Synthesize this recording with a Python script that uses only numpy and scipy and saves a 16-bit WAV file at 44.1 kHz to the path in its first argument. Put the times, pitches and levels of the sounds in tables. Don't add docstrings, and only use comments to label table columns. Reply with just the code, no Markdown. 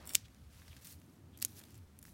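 import sys
import numpy as np
from scipy import signal
from scipy.fft import rfft, irfft
from scipy.io import wavfile
from scipy.ndimage import map_coordinates

SR = 44100
rng = np.random.default_rng(int(sys.argv[2]) if len(sys.argv) > 2 else 0)


def master(y):
    cut = np.clip(np.atleast_2d(y).T, -1, 1)
    pcm = np.round(cut * 32767)
    wavfile.write(sys.argv[1], SR, pcm.astype(np.int16))


N = 94021
TILT_HZ = 5500


def undb(db):
    return 10 ** (np.asarray(db) / 20)


def unit(x):
    return x / np.sqrt(np.mean(x ** 2))


def fade(t, t60):
    return np.exp(-np.log(1000) * t / t60)


def add(out, start, sound):
    i = max(int(round(start * SR)), 0)
    out[i:i + len(sound)] += sound[:max(N - i, 0)]


def spectrum_db(hz, points):
    f, db = np.array(points).T
    return np.interp(np.log(hz), np.log(f), db)


def colour(x, points, tilt_db=0):
    hz = np.maximum(np.fft.rfftfreq(1024, 1 / SR), 1)
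    tilt = tilt_db * np.log2(np.maximum(hz, 600) / TILT_HZ)
    gain = unit(undb(spectrum_db(hz, points) + tilt))
    cepstrum = irfft(np.log(gain))
    half = len(cepstrum) // 2
    cepstrum[1:half] *= 2
    cepstrum[half + 1:] = 0
    impulse = irfft(np.exp(rfft(cepstrum)))
    return signal.fftconvolve(x, impulse)[:len(x)]


def steady(points):
    hz = np.maximum(np.fft.rfftfreq(N, 1 / SR), 1)
    white = rfft(rng.standard_normal(N))
    return unit(irfft(white * undb(spectrum_db(hz, points)), N))


def peak(x, hz, width):
    return signal.lfilter(*signal.iirpeak(hz, hz / width, fs=SR), x)


SPLINTER_T60_S, SHELL_T60_S, SHELL_DB, ECHO_T60_S = 0.01, 0.042, -6.5, 0.22
LOW_CUT_HZ = 1360
# f/Hz, level/dB
SPLINTER_COLOUR = [(200, -8), (1100, -7.5), (2200, -11), (4000, 0.5), (7500, 1), (10000, -0.5), (13000, -1),
                   (16000, -5.5)]
# f/Hz, level/dB
ECHO_COLOUR = [(200, -10.5), (1100, -12.5), (2000, -4.5), (2900, -3.5), (4400, -4.5), (5600, 0),
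               (7300, -4.5), (9000, -9.5), (13000, -14), (16000, -15)]


def snaps(blows, modes):
    out, t = np.zeros(N), np.arange(SR // 4) / SR
    hz, mode_db, t60 = np.array(modes).T
    signs = (-1) ** np.arange(len(hz))
    rings = [s * np.sin(2 * np.pi * f * t) * fade(t, decay) for s, f, decay in zip(signs, hz, t60)]
    splinter_decay = fade(t, SPLINTER_T60_S) + undb(SHELL_DB) * fade(t, SHELL_T60_S)
    low_cut = signal.butter(4, LOW_CUT_HZ, "high", fs=SR, output="sos")
    for start, db, tilt_db, splinter_db, echo_db in blows:
        noise = rng.standard_normal((2, len(t)))
        ring = undb(mode_db + tilt_db * np.log2(hz / TILT_HZ)) @ np.array(rings)
        splinters = colour(noise[0] * splinter_decay, SPLINTER_COLOUR, tilt_db)
        echo = colour(noise[1] * fade(t, ECHO_T60_S), ECHO_COLOUR)
        snap = ring / np.abs(ring).max() + undb(splinter_db) * splinters + undb(echo_db) * echo
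        add(out, start, undb(db) * signal.sosfilt(low_cut, snap))
    return out


# t/s, level/dB, tilt/(dB per octave), splinter level/dB, echo level/dB
THICK_CRACKS = [(.1357, -33.5, 7.5, -6.5, -31.5), (.1411, -36, 2.5, -11, -35),
                (.1479, -27.5, -2.5, -6.5, -34), (.1493, -20.5, 0.5, -10.5, -37.5),
                (.1522, -5.5, 0, -20.5, -44.5)]
# f/Hz, level/dB, t60/s
THICK_STEM_RINGS = [(2370, -7, 0.0064), (2970, -6, 0.0074), (3620, -5, .0065), (4390, -7.5, .007),
                    (5255, -6, 0.008), (6020, -12, .012), (7005, -3.5, .008), (7840, 2.5, .0042),
                    (8820, 0.5, 0.0018), (11050, -13.5, .012), (12680, -13, 0.011), (14660, -10.5, 0.0079),
                    (15400, -11.5, .008)]


def thick_stem():
    return snaps(THICK_CRACKS, THICK_STEM_RINGS)


# t/s, level/dB, tilt/(dB per octave), splinter level/dB, echo level/dB
THIN_CRACKS = [(1.4169, -46, 0, -4, -45), (1.4194, -32.5, -1.2, -7.5, -30),
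               (1.4250, -19, -0.35, -15, -36.5)]
# f/Hz, level/dB, t60/s
THIN_STEM_RINGS = [(1940, -11.5, 0.0046), (2740, -17.5, 0.019), (4470, -7, 0.0076), (5730, -3, 0.0065),
                   (6900, -2, 0.00519), (8120, -2, 0.007), (10420, -1.5, 0.0063), (11980, 1, .0038),
                   (14910, 2, 0.0055)]


def thin_stem():
    return snaps(THIN_CRACKS, THIN_STEM_RINGS)


# t/s, level/dB, tilt/(dB per octave), splinter level/dB, echo level/dB
SHUTS = [(1.4489, -11.5, 0.009, -20, -59)]
# f/Hz, level/dB, t60/s
SHEARS_RINGS = [(2620, -10.5, 0.002), (3210, -18.5, 0.0092), (4460, -26, 0.0022), (6610, -1, 0.0062),
                (7780, -7, 0.0025), (8850, -2, 0.0039), (10400, 5, 0.0024), (11630, -2.5, 0.0039),
                (13100, -6.5, 0.0043), (14900, -11, 0.0044)]


def shears_shut():
    return snaps(SHUTS, SHEARS_RINGS)


# t/s, level/dB
BLADE_JARS = [(.153, -43)]
# f/Hz, level/dB, t60/s
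BLADE_RINGS = [(5550, 0, 0.058), (6010, -1, .05), (7640, -1, 0.052)]


def blade():
    out, t = np.zeros(N), np.arange(SR // 8) / SR
    for start, db in BLADE_JARS:
        for hz, mode_db, t60 in BLADE_RINGS:
            add(out, start, undb(db + mode_db) * np.sin(2 * np.pi * hz * t) * fade(t, t60))
    return out


JOLT_T60_S = 0.045
# t/s, level/dB
JOLTS = [(0.1531, -51.5), (1.4251, -58), (1.45, -58.5)]
# f/Hz, level/dB
JOLT_COLOUR = [(60, -20), (170, -0.5), (350, -7.5), (600, -7), (1050, -16.5), (1600, -32), (4000, -45.5)]


def jolts():
    out, t = np.zeros(N), np.arange(SR // 8) / SR
    for start, db in JOLTS:
        knock = rng.standard_normal(len(t)) * fade(t, JOLT_T60_S)
        add(out, start, undb(db) * colour(knock, JOLT_COLOUR))
    return out


BITE_DB, BITE_TILT_DB = -57, -0.5
# start t/s, length/s, rise/s, fall/s
BITE = (.07, .075, .006, .015)
# t/s, level/dB, tilt/(dB per octave), t60/s
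FIBRES = [(0.0546, -50.5, 7, 0.011), (.0625, -49.5, 3.5, 0.029), (0.0719, -45, 7, 0.0054),
          (0.0735, -42, 1.5, 0.013), (.092, -38, 1, .013), (.096, -49, 5, .02), (0.1022, -42.5, -3.5, .017),
          (.106, -44.5, -6.5, 0.022), (.1143, -49.5, 5.5, 0.011), (0.125, -48, 1.5, 0.0074)]
# f/Hz, level/dB
TICK_COLOUR = [(200, -16), (800, -15.5), (1700, -2), (4000, -3.5), (8000, -1.5), (12000, -2.5), (16000, -5)]
# f/Hz, width/Hz, level/dB
CRUNCH_RESONANCES = [(2350, 350, -8), (3000, 250, -4), (3550, 250, -1.5), (4600, 400, -5.5), (5550, 280, 0),
                     (7650, 300, 0), (8960, 1400, 0), (10500, 450, -2), (11800, 450, -0.5),
                     (12500, 600, -2.5), (14400, 400, 0), (15400, 700, -4.5)]


def crunch():
    out = undb(BITE_DB) * colour(friction(*BITE), TICK_COLOUR, BITE_TILT_DB)
    for start, db, tilt_db, t60 in FIBRES:
        add(out, start, undb(db) * colour(burst(t60), TICK_COLOUR, tilt_db))
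    return resonate(out, CRUNCH_RESONANCES)


def resonate(x, modes):
    rung = sum(undb(db) * peak(x, hz, width) for hz, width, db in modes)
    return unit(rung) * x.std()


TICK_RISE_S = 0.0006


def burst(t60):
    t = np.arange(SR // 16) / SR
    rise = np.minimum(t / TICK_RISE_S, 1)
    return rng.standard_normal(len(t)) * rise * fade(np.maximum(t - TICK_RISE_S, 0), t60)


TICK_RING_WIDTH_HZ, TICK_RING_GAIN = 660, 1.43
# t/s, level/dB, tilt/(dB per octave), t60/s, resonance f/Hz
TICKS = [(0.255, -61, -5.5, 0.018, 3500), (0.282, -64, -4, 0.023, 1930), (.3460, -57.5, -4, 0.0095, 6200),
         (.6180, -59.5, -6.5, 0.024, 2090), (0.679, -57, -4, 0.051, 4760), (0.715, -61.5, -10, 0.03, 3100),
         (0.729, -54.5, -7, 0.021, 2870), (0.7654, -53.5, -3.5, 0.038, 5000), (0.846, -49, 5, 0.044, 5400),
         (0.857, -54.5, -2.5, .025, 4600), (0.870, -46.5, 2, 0.026, 8740), (0.907, -56, 5, .014, 5960),
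         (.922, -51, 5, 0.031, 8800), (0.999, -60, 4, .015, 10100), (1.016, -60.5, -3, 0.011, 2690),
         (1.374, -49, 1.5, 0.023, 13100), (1.3872, -56, 1.5, 0.025, 4500), (1.4, -51, 1, 0.0067, 11400),
         (1.409, -54, 1, 0.03, 4400), (1.567, -53.5, 1.5, .015, 7400), (1.573, -57, 0, 0.013, 5500),
         (1.591, -46, 5, 0.012, 13400), (1.5945, -48.5, 0.5, 0.0079, 4200), (1.601, -52, -3, 0.012, 7000),
         (1.611, -55.5, -5, 0.02, 2440), (1.615, -56.5, -3, 0.02, 6700), (1.637, -50.5, -1, 0.016, 3500),
         (1.684, -59.5, -4, .012, 9800), (1.705, -56, 3, 0.015, 5000), (1.743, -57, -1.5, 0.022, 7200),
         (1.753, -57, 0, 0.026, 7700), (1.777, -58, 2, 0.023, 11100), (1.989, -46, 2.5, .012, 10000),
         (2.015, -60.5, 1, 0.02, 10000), (2.027, -49, 1.5, 0.022, 11700), (2.039, -53, 5, 0.013, 10200),
         (2.0519, -49, -3.5, 0.011, 5630), (2.081, -62.5, -10, 0.03, 2270)]


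def ticks():
    out = np.zeros(N)
    for start, db, tilt_db, t60, hz in TICKS:
        touch = burst(t60)
        ringing = touch + TICK_RING_GAIN * peak(touch, hz, TICK_RING_WIDTH_HZ)
        level_kept = unit(ringing) * touch.std()
        add(out, start, undb(db) * colour(level_kept, TICK_COLOUR, tilt_db))
    return out


# start t/s, length/s, level/dB, tilt/(dB per octave), rise/s, fall/s
RUSTLES = [(0, 0.15, -60, -7.5, 0.00058, 0.035), (0.2, 0.38, -74, -4, 0.018, 0.16),
           (0.48, 0.31, -66, -3, 0.064, 0.082), (0.807, 0.056, -62.5, -0.5, 0.0076, 0.096),
           (0.841, 0.087, -56, 0.5, 0.01, 0.04), (0.952, 0.2, -74.5, -1.5, 0.012, 0.073),
           (1.456, 0.13, -64, 0, 0.027, 0.048), (1.546, 0.045, -58, 0.5, 0.028, 0.022),
           (1.574, 0.19, -67.5, -2, 0.012, .08), (1.798, .18, -78.5, -4.5, 0.015, 0.16),
           (2.041, 0.047, -63, 1.5, 0.022, 0.1)]
# f/Hz, level/dB
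LEAF_COLOUR = [(200, -7), (700, -7), (1800, -1), (3300, -0.5), (4300, -0.5), (5700, 0.5), (7000, -1),
               (8600, 0), (12000, 1.5), (16000, -1.5)]


def rustles():
    out = np.zeros(N)
    for start, length, db, tilt_db, rise, fall in RUSTLES:
        out += undb(db) * colour(friction(start, length, rise, fall), LEAF_COLOUR, tilt_db)
    return out


GRAINS_PER_S, GRAIN_DROP_DB = 1900, -1.5
RUB_SHARE, FLECK_SHARE = 0.6, 0.5
FLUTTER_PER_S, FLUTTER_DB = 130, 0.854


def friction(start, length, rise, fall):
    t = np.arange(N) / SR
    sizes = undb(GRAIN_DROP_DB * np.minimum(rng.exponential(size=N), 5))
    struck = rng.random(N) < GRAINS_PER_S / SR
    grains = unit(struck * sizes * np.sign(rng.standard_normal(N)))
    rubbing = grains + FLECK_SHARE * flecks() + RUB_SHARE * rng.standard_normal(N)
    contact = unit(rubbing * undb(FLUTTER_DB * wander(FLUTTER_PER_S)))
    swell = np.clip((t - start) / rise, 0, 1)
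    return contact * swell * np.exp(-2 * np.maximum(t - start - length, 0) / fall)


def wander(rate):
    return map_coordinates(rng.standard_normal(N), [np.arange(N) * rate / SR], order=1, mode="mirror")


FLECKS_PER_S, FLECK_T60_S = 900, 0.005
FLECK_LOW_HZ, FLECK_HIGH_HZ = 3800, 15500


def flecks():
    out, t = np.zeros(N), np.arange(SR // 100) / SR
    for when, pitch, size in rng.random((int(FLECKS_PER_S * N / SR), 3)):
        hz = FLECK_LOW_HZ * (FLECK_HIGH_HZ / FLECK_LOW_HZ) ** pitch
        add(out, when * N / SR, size ** 2 * np.sin(2 * np.pi * hz * t) * fade(t, FLECK_T60_S))
    return unit(out)


# middle t/s, length/s, centre f/Hz, width/Hz, level/dB
SCRAPES = [(0.256, 0.018, 3500, 1300, -63), (0.717, 0.015, 3050, 600, -64), (1.352, 0.032, 3260, 455, -69)]


def scrapes():
    out, t = np.zeros(N), np.arange(N) / SR
    for when, length, hz, width, db in SCRAPES:
        rub = unit(peak(rng.standard_normal(N), hz, width))
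        out += undb(db) * rub * np.exp(-(2 * (t - when) / length) ** 2 / 2)
    return out


SPLIT_HZ = 126.7
HISS_DB = -74.5
# f/Hz, level/dB
RUMBLE_COLOUR = [(20, -35), (38, -31), (52, -8.5), (72, 1.5), (105, -7.5), (140, -9), (200, -9.5),
                 (270, -13.5), (360, -23), (700, -27.5), (1500, -38.5), (4000, -52)]
# t/s, pitch factor
RUMBLE_DRIFT = [(0, 0.97), (.43, 1.03), (.79, 1.01), (0.961, 1.12), (1.05, 1.27), (1.81, 1.3),
                (1.889, 1.084), (2.13, 0.97)]
# t/s, level/dB
BASS_LEVEL = [(0, -64.5), (.06, -63.5), (.26, -57.5), (.31, -65), (.55, -56), (.65, -64), (.72, -54),
              (.78, -62.5), (.89, -62.5), (.96, -58.5), (1.02, -65.5), (1.1, -61), (1.49, -59.5),
              (1.56, -60), (1.64, -67.5), (1.75, -56.5), (1.82, -55.5), (1.89, -67), (2.04, -63),
              (2.13, -60)]
# t/s, level/dB
LOW_MID_LEVEL = [(0, -62.5), (.17, -60.5), (.24, -68), (.34, -64), (.52, -68.5), (.7, -64), (.78, -64),
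                 (1.04, -64), (1.55, -64), (1.62, -62.5), (1.85, -65.5), (2.13, -62.5)]
# f/Hz, level/dB
HISS_COLOUR = [(300, -13.5), (1200, -0.5), (3000, -5), (6000, -8), (10000, -9.5), (16000, -12)]


def garden():
    t = np.arange(N) / SR
    place = np.cumsum(np.interp(t, *np.array(RUMBLE_DRIFT).T))
    rumble = map_coordinates(steady(RUMBLE_COLOUR), [place], order=1, mode="mirror")
    low_pass = signal.butter(4, SPLIT_HZ, fs=SR, output="sos")
    bass = signal.sosfiltfilt(low_pass, rumble, padtype="even")
    surges = np.zeros(N)
    for band, curve in ((bass, BASS_LEVEL), (rumble - bass, LOW_MID_LEVEL)):
        surges += unit(band) * undb(np.interp(t, *np.array(curve).T))
    return surges + undb(HISS_DB) * steady(HISS_COLOUR)


def scene():
    cuts = thick_stem() + thin_stem() + shears_shut() + blade() + jolts()
    foliage = ticks() + rustles() + scrapes()
    return (cuts + crunch() + foliage + garden())[None]


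TOP_HZ = 16100


def record(dry):
    return signal.sosfilt(signal.ellip(8, .2, 70, TOP_HZ, fs=SR, output="sos"), dry)


dry = scene()
out = record(dry)
master(out)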